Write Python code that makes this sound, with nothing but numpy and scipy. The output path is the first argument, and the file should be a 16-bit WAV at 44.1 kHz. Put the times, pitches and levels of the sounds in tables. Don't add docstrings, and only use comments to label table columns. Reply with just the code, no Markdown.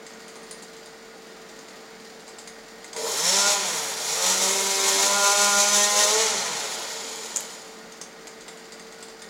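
import sys
import numpy as np
from scipy import signal
from scipy.fft import rfft, irfft
from scipy.io import wavfile
from scipy.ndimage import uniform_filter1d

SR = 44100
rng = np.random.default_rng(int(sys.argv[2]) if len(sys.argv) > 2 else 0)


def wrap_up_sound(samples):
    columns = np.atleast_2d(samples).T
    tamed = np.clip(columns, -1, 1)
    steps = np.round(tamed * 32767).astype(np.int16)
    wavfile.write(sys.argv[1], SR, steps)


N = 409688
TIME = np.arange(N) / SR

# (opens t/s, closes t/s, how far 0-1)
PULLS = [(2.895, 3.525, 0.9), (3.985, 6.22, 0.64)]
CLUTCH_SLIPS_HZ, CLUTCH_GRIPS_HZ = 51.7, 68.5


def saw():
    # (t/s, share by which every second firing is weakened 0-1, exhaust note level/dB)
    load = [(2.95, .3, -62), (3.2, .1, -45.5), (3.28, 0, -42), (3.38, .2, -36.5), (3.51, .41, -40),
            (3.59, 0, -44), (3.85, .26, -50), (4.02, .35, -55), (4.25, .5, -42), (4.6, .2, -42),
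            (4.97, .49, -37), (5.4, .05, -35.5), (5.9, .16, -39.5), (6.02, .38, -36.5), (6.21, .2, -38.5),
            (6.27, .11, -44), (6.42, .11, -47.5), (6.85, .37, -57), (7.1, .4, -65)]
    # (t/s, length/s, level/dB)
    surges = [(3.238, .05, 3.2), (3.315, .08, 2.5), (3.465, .05, 2.5), (4.23, .07, 4), (4.41, .05, 2.5),
              (4.828, .06, 3.8), (4.977, .06, 3.8), (5.22, .07, 4.5), (5.37, .08, 3), (5.562, .05, 4),
              (5.73, .06, 4.5), (5.955, .07, 5.5), (6.19, .04, 3)]
    # (t/s, length/s, level/dB)
    gulp_times = [(2.925, 0.15, -31), (4.17, 0.42, -40), (5.94, 0.12, -32.5)]
    # (f/Hz, level/dB per Hz)
    bark_spectrum = [(90, -22.5), (150, -19), (200, -3), (270, -24.5), (350, -6.5), (450, -22), (580, -8),
                     (720, -1.5), (900, 2), (1100, -7), (1400, -2.5), (1700, -24), (2600, -53)]
    # (f/Hz, level/dB per Hz)
    rasp_spectrum = [(900, -8), (1450, 0.5), (1650, -3.5), (1900, 1), (2300, 0), (2750, -2.5), (3200, 1),
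                     (3900, -4.5), (4600, -0.5), (6000, -16.5)]
    # (f/Hz, level/dB per Hz)
    idle_spectrum = [(1410, -29), (2400, -14), (2810, -3), (3120, -3), (3510, 0), (4710, 3), (5440, -1),
                     (6680, -1.5), (7180, 1.5), (7770, -8), (8960, -8.5), (10800, -15), (15100, -17),
                     (16000, -16)]
    # (f/Hz, width/Hz, level/dB)
    intake = [(460, 70, 2), (585, 110, 3.5), (830, 80, -1.5), (940, 70, -3.5)]
    # (level/dB at racing speed, rise/dB per doubling of speed,
    # rise/dB on fully open throttle, share of a surge)
    bark_law = (-37, 9, 0.5, 0.45)
    rasp_law = (-32, 7.5, 0.2, 0.65)
    chain_law = (-28.5, 10, 4, 1)
    growl_law = (-43, 2.5, -0.5, 1)
    racing_hz = 200

    speed = crank_speed()
    misfire, note_db = in_time(load)
    throttle = sum(far * held(opens, closes - opens, attack=0.0042, release=0.016)
                   for opens, closes, far in PULLS)
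    surge_db = sum(db * held(s, length, attack=.015, release=.075) for s, length, db in surges)
    gulps = sum(from_db(db) * held(s, length, attack=0.06, release=0.06) for s, length, db in gulp_times)
    clutch = np.clip((speed - CLUTCH_SLIPS_HZ) / (CLUTCH_GRIPS_HZ - CLUTCH_SLIPS_HZ), 0, 1)
    turns = np.cumsum(speed * (1 + .003 * drift(45))) / SR

    white = rng.standard_normal((4, N))
    firing = puffs(turns, misfire, sharpness=1.44, uneven_db=3.5)
    new_turn = np.diff(np.floor(turns), prepend=0)
    pops = rms_one(new_turn * firing)
    bark_source = pops + 0.31 * rms_one(firing * white[0])
    bark = evened(yard(colour(bark_source, bark_spectrum), t60=1.0, wet_db=16.0))
    rasp_source = pops + 1.15 * rms_one(firing * white[1])
    rasp = evened(yard(colour(rasp_source, rasp_spectrum), t60=0.52, wet_db=19.0))
    breath = resonate(resonate(pops + .9 * white[3], intake), intake)
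    growl = evened(yard(breath, t60=0.2, wet_db=3))
    chain = running_chain(turns, speed, misfire, throttle, firing, pops, white)

    controls = np.array([np.ones(N), np.log2(speed / racing_hz), throttle, surge_db])
    layers = [(bark_law, bark), (rasp_law, rasp), (chain_law, chain), (growl_law, growl)]
    running = sum(from_db(np.dot(law, controls)) * layer for law, layer in layers)
    note = exhaust_note(turns, speed, misfire, note_db + 0.45 * surge_db)
    idle_noise = rms_one(yard(colour(white[1] * (1.0 + firing), idle_spectrum), t60=0.52, wet_db=-4.0))
    idle = from_db(-51.0 + 0.053 * drift(16)) * idle_noise
    return clutch * running + gulps * growl + note + idle


def crank_speed():
    # (t/s, f/Hz in turns per second)
    top_speed = [(3.33, 195), (3.39, 200), (3.53, 205.3), (4.22, 180), (4.33, 188), (4.52, 195), (5.0, 195),
                 (5.06, 199.5), (5.14, 201.7), (5.42, 203.5), (5.58, 202), (5.7, 204.8), (5.84, 206),
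                 (6.06, 206.7), (6.2, 223.5)]
    idle_hz, unchecked_hz = 41, 350
    spin_up_s, run_down_s = .6, .615
    pickup_s = .03
    top, = in_time(top_speed)
    speed = np.full(N, float(idle_hz))
    for opens, closes, _ in PULLS:
        speed = np.minimum(approach(speed, opens + pickup_s, unchecked_hz, spin_up_s), top)
        speed = approach(speed, closes + pickup_s, idle_hz, run_down_s)
    return speed


def puffs(turns, misfire, sharpness, uneven_db):
    index = turns.astype(int)
    uneven = from_db(uneven_db * np.clip(rng.standard_normal(4000), -2, 2))
    strength = uneven[index] * (1 - misfire * (index % 2))
    return strength * np.exp(-sharpness * (turns % 1))


def exhaust_note(turns, speed, misfire, note_db):
    # (harmonic number, level/dB against the note)
    harmonics = [(1.0, -6.5), (2.0, -13.5), (3.0, 1.4), (4.0, -7), (5.0, -10), (6.0, -19.5), (7.0, -15),
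                 (8.0, -18.5), (9.0, -13), (10.0, -17), (11.0, -12), (12.0, -25), (13.0, -6), (15.0, -17.5),
                 (18.0, -11.0), (21.0, -18), (25.0, -7), (30.0, -16), (36.0, -19.4), (40.0, -24)]
    # (harmonic number, level/dB against the note)
    glide_harmonics = [(1, 1), (2, -11), (3, 1), (4, 0), (5, 3), (6, 3), (7, 2), (8, -3), (10, -4),
                       (13, -3), (20, -13), (40, -15)]
    glide_below_hz, glide_range_hz = 194, 18
    sounding = np.clip(speed / CLUTCH_GRIPS_HZ - 1, 0, .25) * 4
    on = sounding > 0
    phase, out = 2 * np.pi * turns[on], np.zeros(N)
    gliding = np.clip((glide_below_hz - speed[on]) / glide_range_hz, 0, 1)
    for k in np.arange(1, 41):
        racing_db = np.interp(k, *np.transpose(harmonics)) + path_lift_db(k * speed[on])
        glide_db = np.interp(k, *np.transpose(glide_harmonics))
        own_db = (1 - gliding) * racing_db + gliding * glide_db
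        start = rng.uniform(0, 2 * np.pi, 2)
        stumble_rad = .58 * gliding * drift(40)[on]
        waver_db = (1.9 + 1.8 * gliding) * drift(26)[on]
        out[on] += from_db(note_db[on] + own_db + waver_db) * np.sin(k * phase + start[0] + stumble_rad)
        if k < 14:
            half_lift_db = .6 * path_lift_db((k + .5) * speed[on])
            half_db = note_db[on] - 1.12 * k - 7 * (k == 1) + half_lift_db
            half_level = misfire[on] * from_db(half_db + 5.3 * drift(25)[on])
            out[on] += half_level * np.sin((k + .5) * phase + start[1])
    note = signal.sosfilt(signal.butter(4, 185, "high", fs=SR, output="sos"), out * sounding)
    return yard(note, t60=6.1, wet_db=-9.0)


def path_lift_db(hz):
    # (f/Hz, half-width/Hz, level/dB)
    path_lifts = [(277, 10, 14.7), (388, 8, 13.8), (438, 21, 26.5), (516, 9, 13.5), (622, 10, 3.2),
                  (817, 14, 14.0), (884, 28, 10.9), (1009, 33, 13.8), (1084, 36, 9.0), (1216, 13, 15.5),
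                  (1274, 22, 22.9), (1382, 20, 10.5), (1419, 21, 20.0), (1560, 10, 10.7), (1764, 11, 8.5),
                  (1852, 12, 20.5), (2148, 19, 11.9), (2241, 27, 10.8), (2927, 15, 9.5), (3122, 27, 9.1),
                  (3315, 20, 6.3), (3505, 18, 6.6), (3672, 20, 8.5), (3869, 19, 7.5), (4287, 31, 11.4),
                  (4702, 26, 10.3)]
    grid = np.arange(0, 10000, 4.)
    lift_db = sum(db / (1 + ((grid - centre) / width) ** 2) for centre, width, db in path_lifts)
    return np.interp(hz, grid, lift_db)


def running_chain(turns, speed, misfire, throttle, firing, pops, white):
    # (f/Hz, level/dB per Hz)
    chain_spectrum = [(2240, -29), (3800, -7.5), (5100, -3), (6070, 1), (6690, 0), (7060, 1.5), (7410, 0),
                      (8560, -11.5), (10200, -10.5), (11600, -24), (13000, -21.5), (16000, -43)]
    # (f/Hz, level/dB per Hz)
    coasting_spectrum = [(2240, -51), (3800, 6.5), (4920, 10.5), (5320, 8), (5970, 3.5), (6980, 9.5),
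                         (7680, 1.5), (8360, -5.5), (9420, -7.5), (11600, -21.5), (13600, -24),
                         (15200, -24), (16000, -65)]
    # (f/Hz, width/Hz, level/dB)
    bar_modes = [(3716, 220, -3.5), (4090, 220, 0.5), (4320, 150, -3), (4776, 28, 5), (5520, 940, -5.5),
                 (6350, 80, -20), (7300, 190, -5), (9200, 150, -26)]
    # (t/s, level/dB)
    treble = [(3.1, 11.5), (3.4, -1.5), (3.85, 10.5), (4.3, 5.5), (4.6, 6), (5.3, 4), (6, 3), (6.35, -2.5),
              (6.7, 6), (7.2, 18.5)]
    slaps = puffs(turns, misfire, sharpness=2.4, uneven_db=7.5)
    links = rms_one(white[2] * (0.17 + slaps)) + 1.06 * pops
    bar_ring = rms_one(resonate(white[0] * (0.28 + firing) + 0.35 * pops, bar_modes))
    racing = colour(links, chain_spectrum) + bar_ring
    coasting = 1.1 * colour(white[3] * (0.17 + firing), coasting_spectrum)
    driven = np.clip((speed - 120) / 75, 0, 1)
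    taut = np.clip(driven + 0.47 * throttle, 0, 1)
    chain = np.sqrt(taut) * racing + np.sqrt(1 - taut) * coasting
    chain = (evened(yard(chain, t60=1.0, wet_db=11.0)) + bar_song()) * from_db(0.78 * drift(45))
    treble_db, = in_time(treble)
    above = signal.butter(2, 9960, "high", fs=SR, output="sos")
    return chain + (from_db(treble_db) - 1) * signal.sosfiltfilt(above, chain)


def bar_song():
    # (t/s, f/Hz, level/dB against the hiss)
    song = [(3.0, 5400, -10), (3.3, 5430, -5.5), (3.52, 5530, -14), (4.25, 5770, -7), (4.7, 6040, -32),
            (5.3, 6060, -10), (5.8, 6100, -5.5), (6.1, 6050, -13), (6.4, 6020, -14)]
    width_hz = 200
    hz, db = in_time(song)
    low = signal.butter(2, width_hz / 2, fs=SR, output="sos")
    band = signal.sosfilt(low, rng.standard_normal((2, N)))
    phase = 2 * np.pi * np.cumsum(hz) / SR
    return from_db(db) * rms_one(band[0] * np.cos(phase) + band[1] * np.sin(phase))


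def clinks():
    # (t/s, knock level/dB, body level/dB against it, loudest link f/Hz)
    hard_knocks = [(0.0647, -38.5, -4, 7400), (0.1356, -44, -14, 7200), (0.2044, -44, -4, 4800),
                   (0.281, -36.5, -11, 6350), (0.3556, -38, -14, 6300), (0.4314, -43, -14, 9100),
                   (0.51, -30.5, -20, 9200), (0.623, -36, -16, 7200), (0.7647, -42, -14, 7400),
                   (0.8583, -39.5, -8, 6700), (1.4935, -44, -10, 7300), (1.5893, -40, -10, 6500),
                   (1.684, -39, -6, 6900), (2.2034, -44, -16, 7400), (2.278, -35.5, -12, 7600),
                   (2.385, -32.5, -18, 7660), (2.474, -34.5, -5, 6450), (2.843, -35, -3.5, 7440),
                   (2.9307, -30.5, -8.5, 6600), (2.963, -26, -7, 6800), (7.92, -36.5, -11, 6350),
                   (8.0132, -29.5, -12, 5830), (8.2703, -31.5, -4.5, 7200), (8.4082, -38.5, -8, 6600),
                   (8.4806, -32, -7.5, 7200), (8.5723, -39.5, -8, 7200), (8.721, -35.5, -6, 6900),
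                   (8.7958, -38.5, 0, 6500), (8.923, -38.5, -6, 6500), (9.0257, -32.5, -6.5, 7500),
                   (9.0827, -42, -14, 6100), (9.219, -36, 0, 6600)]
    # (f/Hz, width/Hz, level/dB)
    link_modes = [(2000, 140, -6), (3550, 140, 1), (4260, 120, -2.5), (4800, 79, 7), (5300, 50, -7),
                  (6100, 92, -3.5), (6500, 240, 2.5), (6980, 120, 1), (7470, 78, -1), (8360, 170, -7.5),
                  (9350, 360, -1.5)]
    # (f/Hz, level/dB per Hz)
    clink_spectrum = [(400, -7), (900, 6), (1300, 2), (2000, -9), (2900, -1), (4700, 4), (5500, 1),
                      (6400, -16), (7500, 5), (8300, 1), (9400, -16), (11000, -12), (16000, -19)]
    # (f/Hz, width/Hz, level/dB)
    body_modes = [(870, 250, -18), (2010, 350, 2), (4850, 350, -4)]
    contact_s, rattle_s = .003, .018
    white = rng.standard_normal((4, N))
    links, body, loudest = np.zeros((3, N))
    rebounds = rng.uniform(.007, .022, size=200)
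    for (s, db, body_db, hz), rebound in zip(hard_knocks + jingles(), rebounds):
        span = slice(int(s * SR), int(s * SR) + SR // 4)
        t = TIME[:len(TIME[span])]
        first = from_db(-1) * np.exp(-t / contact_s)
        second = from_db(-9) * (t > rebound) * np.exp(-np.abs(t - rebound) / contact_s)
        knock = from_db(db) * (np.exp(-t / rattle_s) + first + second)
        links[span] += knock
        body[span] += knock * from_db(body_db)
        link = [(hz, 800, 0)]
        loudest[span] += resonate(resonate(knock * white[3, span], link), link)
    low_drive = .5 * links + 0.53 * body
    ringing = np.zeros(N)
    for k, mode in enumerate(link_modes):
        struck = low_drive if mode[0] < 5500 else links
        ringing += from_db(3 * drift(9)) * resonate(struck * white[2], [mode]) * (-1) ** k
    ringing = signal.sosfilt(signal.butter(4, 10500, fs=SR, output="sos"), ringing)
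    steel = 0.26 * colour(links * white[0], clink_spectrum) + 0.87 * ringing + from_db(1) * loudest
    thud = 2.1 * resonate(resonate(body * white[1], body_modes), body_modes)
    return yard(steel + thud, t60=.3, wet_db=-4.5)


def jingles():
    # (from t/s, to t/s, middle level/dB)
    spells = [(0.057, .9, -61), (1.173, 2.1, -58), (8.4, 9.15, -48)]
    gap_s, jitter_s = 0.084, 0.0048
    slots = [(s, db) for start, end, db in spells for s in np.arange(start, end, gap_s)]
    chance = rng.uniform(-1, 1, (100, 4))
    return [(abs(s + jitter_s * late), db + 11 * strong, -19, 7200 + 620 * high)
            for (s, db), (late, strong, skip, high) in zip(slots, chance) if abs(skip) < .65]


def twig():
    # (t/s, level/dB before the trims below, decay/s, edge level/dB against it)
    cracks = [(7.159, -22, .001, -7), (7.179, -23, .0009, -18), (7.3605, -1.5, .0006, -23),
              (7.3626, -1.5, .0006, -20), (7.3672, -8, .0016, -25), (7.3709, -4, .0004, -18),
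              (7.377, -12, .0006, -20), (7.4066, -19, .0005, 2)]
    # (f/Hz, level/dB per Hz)
    crack_spectrum = [(1500, -21), (4500, -27), (5900, -13.5), (6700, 3.5), (7400, -8), (8200, -17),
                      (10000, -18), (15000, -44)]
    # (f/Hz, width/Hz, level/dB)
    splinter = [(7130, 940, 0.5)]
    # (f/Hz, level/dB per Hz)
    edge_spectrum = [(1500, 4), (4000, -4), (9000, 0), (13000, -3), (16000, -8)]
    snap_db, tear_db, edge_trim_db = 1.5, -15, -4.5
    sign, snaps = rng.choice([-1, 1], N), np.zeros(N)
    for s, db, _, _ in cracks:
        snaps[int(s * SR)] = from_db(db + snap_db)
    snaps += sign * sum(burst(s, decay) * from_db(db + tear_db) for s, db, decay, _ in cracks)
    edges = sum(burst(s, decay) * from_db(db + edge_db + edge_trim_db) for s, db, decay, edge_db in cracks)
    ring = 0.8 * colour(snaps, crack_spectrum) + 3.5 * resonate(resonate(snaps, splinter), splinter)
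    return yard(ring + colour(edges * sign, edge_spectrum), t60=0.17, wet_db=-6.5)


def drone():
    swell = held(5.92, 0.63, attack=0.069, release=0.081)
    return from_db(-61.5) * swell * wavering(122.8 * TIME, flutter=0.61)


def lift():
    # (f/Hz, level/dB)
    pump = [(224.3, -58.5), (448.4, -50.5)]
    # (f/Hz, level/dB, flutter 0-1)
    hum_tones = [(38.6, -73, 1), (184, -65, 0.7), (389.6, -64.5, 0.3), (772, -64, 0.9), (1227, -65, 0.54),
                 (1440, -63, 0.9), (1447, -66.5, 1), (1576, -71, 0.2), (1866, -62.5, 1), (2210, -67, 0.7)]
    # (f/Hz, level/dB per Hz)
    rumble_spectrum = [(25, -42), (60, -11.5), (100, -15), (140, -7.5), (175, 2), (340, 2.5), (430, 2.5),
                       (620, 3.5), (1050, -2.5), (1450, -1.5), (1720, -3), (2050, -1.5), (2550, -8),
                       (3500, -13.5)]
    run_time = np.cumsum(1 + 0.002953 * drift(4)) / SR
    knock = 5.0 + puffs(hum_tones[0][0] * run_time, misfire=0, sharpness=3.6, uneven_db=3.5)
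    rumble_noise = rms_one(colour(knock * rng.standard_normal(N), rumble_spectrum))
    rumble = from_db(-47.0 + 0.48 * drift(1.9)) * rumble_noise
    whine = sum(from_db(db) * wavering(hz * run_time, flutter=.13) for hz, db in pump)
    hum = sum(from_db(db) * wavering(hz * run_time, flutter) for hz, db, flutter in hum_tones)
    return rumble + whine + hum


def yard(x, t60, wet_db):
    # (delay t/s, level/dB before the common lift)
    walls = [(0.049, -30), (0.112, -3.5), (.19, 6.5), (0.289, 0)]
    common_lift_db = 11.0
    t = TIME[:2 * SR]
    swell = 1 + sum(from_db(db + common_lift_db) * np.exp(-((t - s) / 0.0052) ** 2) for s, db in walls)
    echoes = rng.standard_normal(len(t)) * swell * from_db(-60 * t / t60)
    return x + from_db(wet_db) * signal.oaconvolve(x, echoes / np.linalg.norm(echoes))[:N]


def colour(x, spectrum):
    size = 4096
    hz, db = np.transpose(spectrum)
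    grid = np.log(np.fft.rfftfreq(size, 1 / SR) + 1)
    beyond = np.maximum(np.log(hz[0]) - grid, 0) + np.maximum(grid - np.log(hz[-1]), 0)
    level_db = np.interp(grid, np.log(hz), db) - 33.7 * np.minimum(beyond, 1)
    cepstrum = irfft(np.log(from_db(level_db)))
    response = irfft(np.exp(rfft(2 * cepstrum[:size // 2], size)))
    return signal.oaconvolve(x, response / np.linalg.norm(response))[:N]


def resonate(x, modes):
    out = 0
    for hz, width, db in modes:
        r = np.exp(-np.pi * width / SR)
        feed = [(1 - r * r) / 2, 0, (r * r - 1) / 2]
        back = [1, -2 * r * np.cos(2 * np.pi * hz / SR), r * r]
        out = out + from_db(db) * signal.lfilter(feed, back, x + 1e-18)
    return out


def wavering(turns, flutter):
    waver = (1 + flutter * (drift(16) + 1j * drift(16))) / np.sqrt(.5 + flutter ** 2)
    return np.real(waver * np.exp(2j * np.pi * turns))


def drift(rate):
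    knots = rng.standard_normal(4000)
    return 1.2 * np.interp(TIME * rate, np.arange(len(knots)), knots)


def held(s, length, attack, release):
    rise = 1 - np.exp(-np.clip(TIME - s, 0, length) / attack)
    return rise * np.exp(-np.maximum(TIME - s - length, 0) / release)


def burst(s, decay):
    out, start = np.zeros(N), int(s * SR)
    tail = np.exp(-TIME[:min(SR // 2, N - start)] / decay)
    out[start:start + len(tail)] = tail
    return out


def approach(x, s, goal, lag):
    gap = np.interp(s, TIME, x) - goal
    return np.where(TIME < s, x, goal + gap * np.exp(-np.maximum(TIME - s, 0) / lag))


def in_time(rows):
    s, *columns = np.transpose(rows)
    return [np.interp(TIME, s, c) for c in columns]


def evened(x):
    return x / np.sqrt(np.abs(uniform_filter1d(x ** 2, size=3000)) + 1e-9)


def rms_one(x):
    return x / np.sqrt(np.mean(x ** 2) + 1e-20)


def from_db(db):
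    return 10 ** (np.asarray(db) / 20)


def scene():
    return np.tile(saw() + clinks() + twig() + drone() + lift(), (2, 1))


def record(dry):
    return signal.sosfilt(signal.ellip(10, .2, 70, 15900, fs=SR, output="sos"), dry)


dry = scene()
out = record(dry)
wrap_up_sound(out)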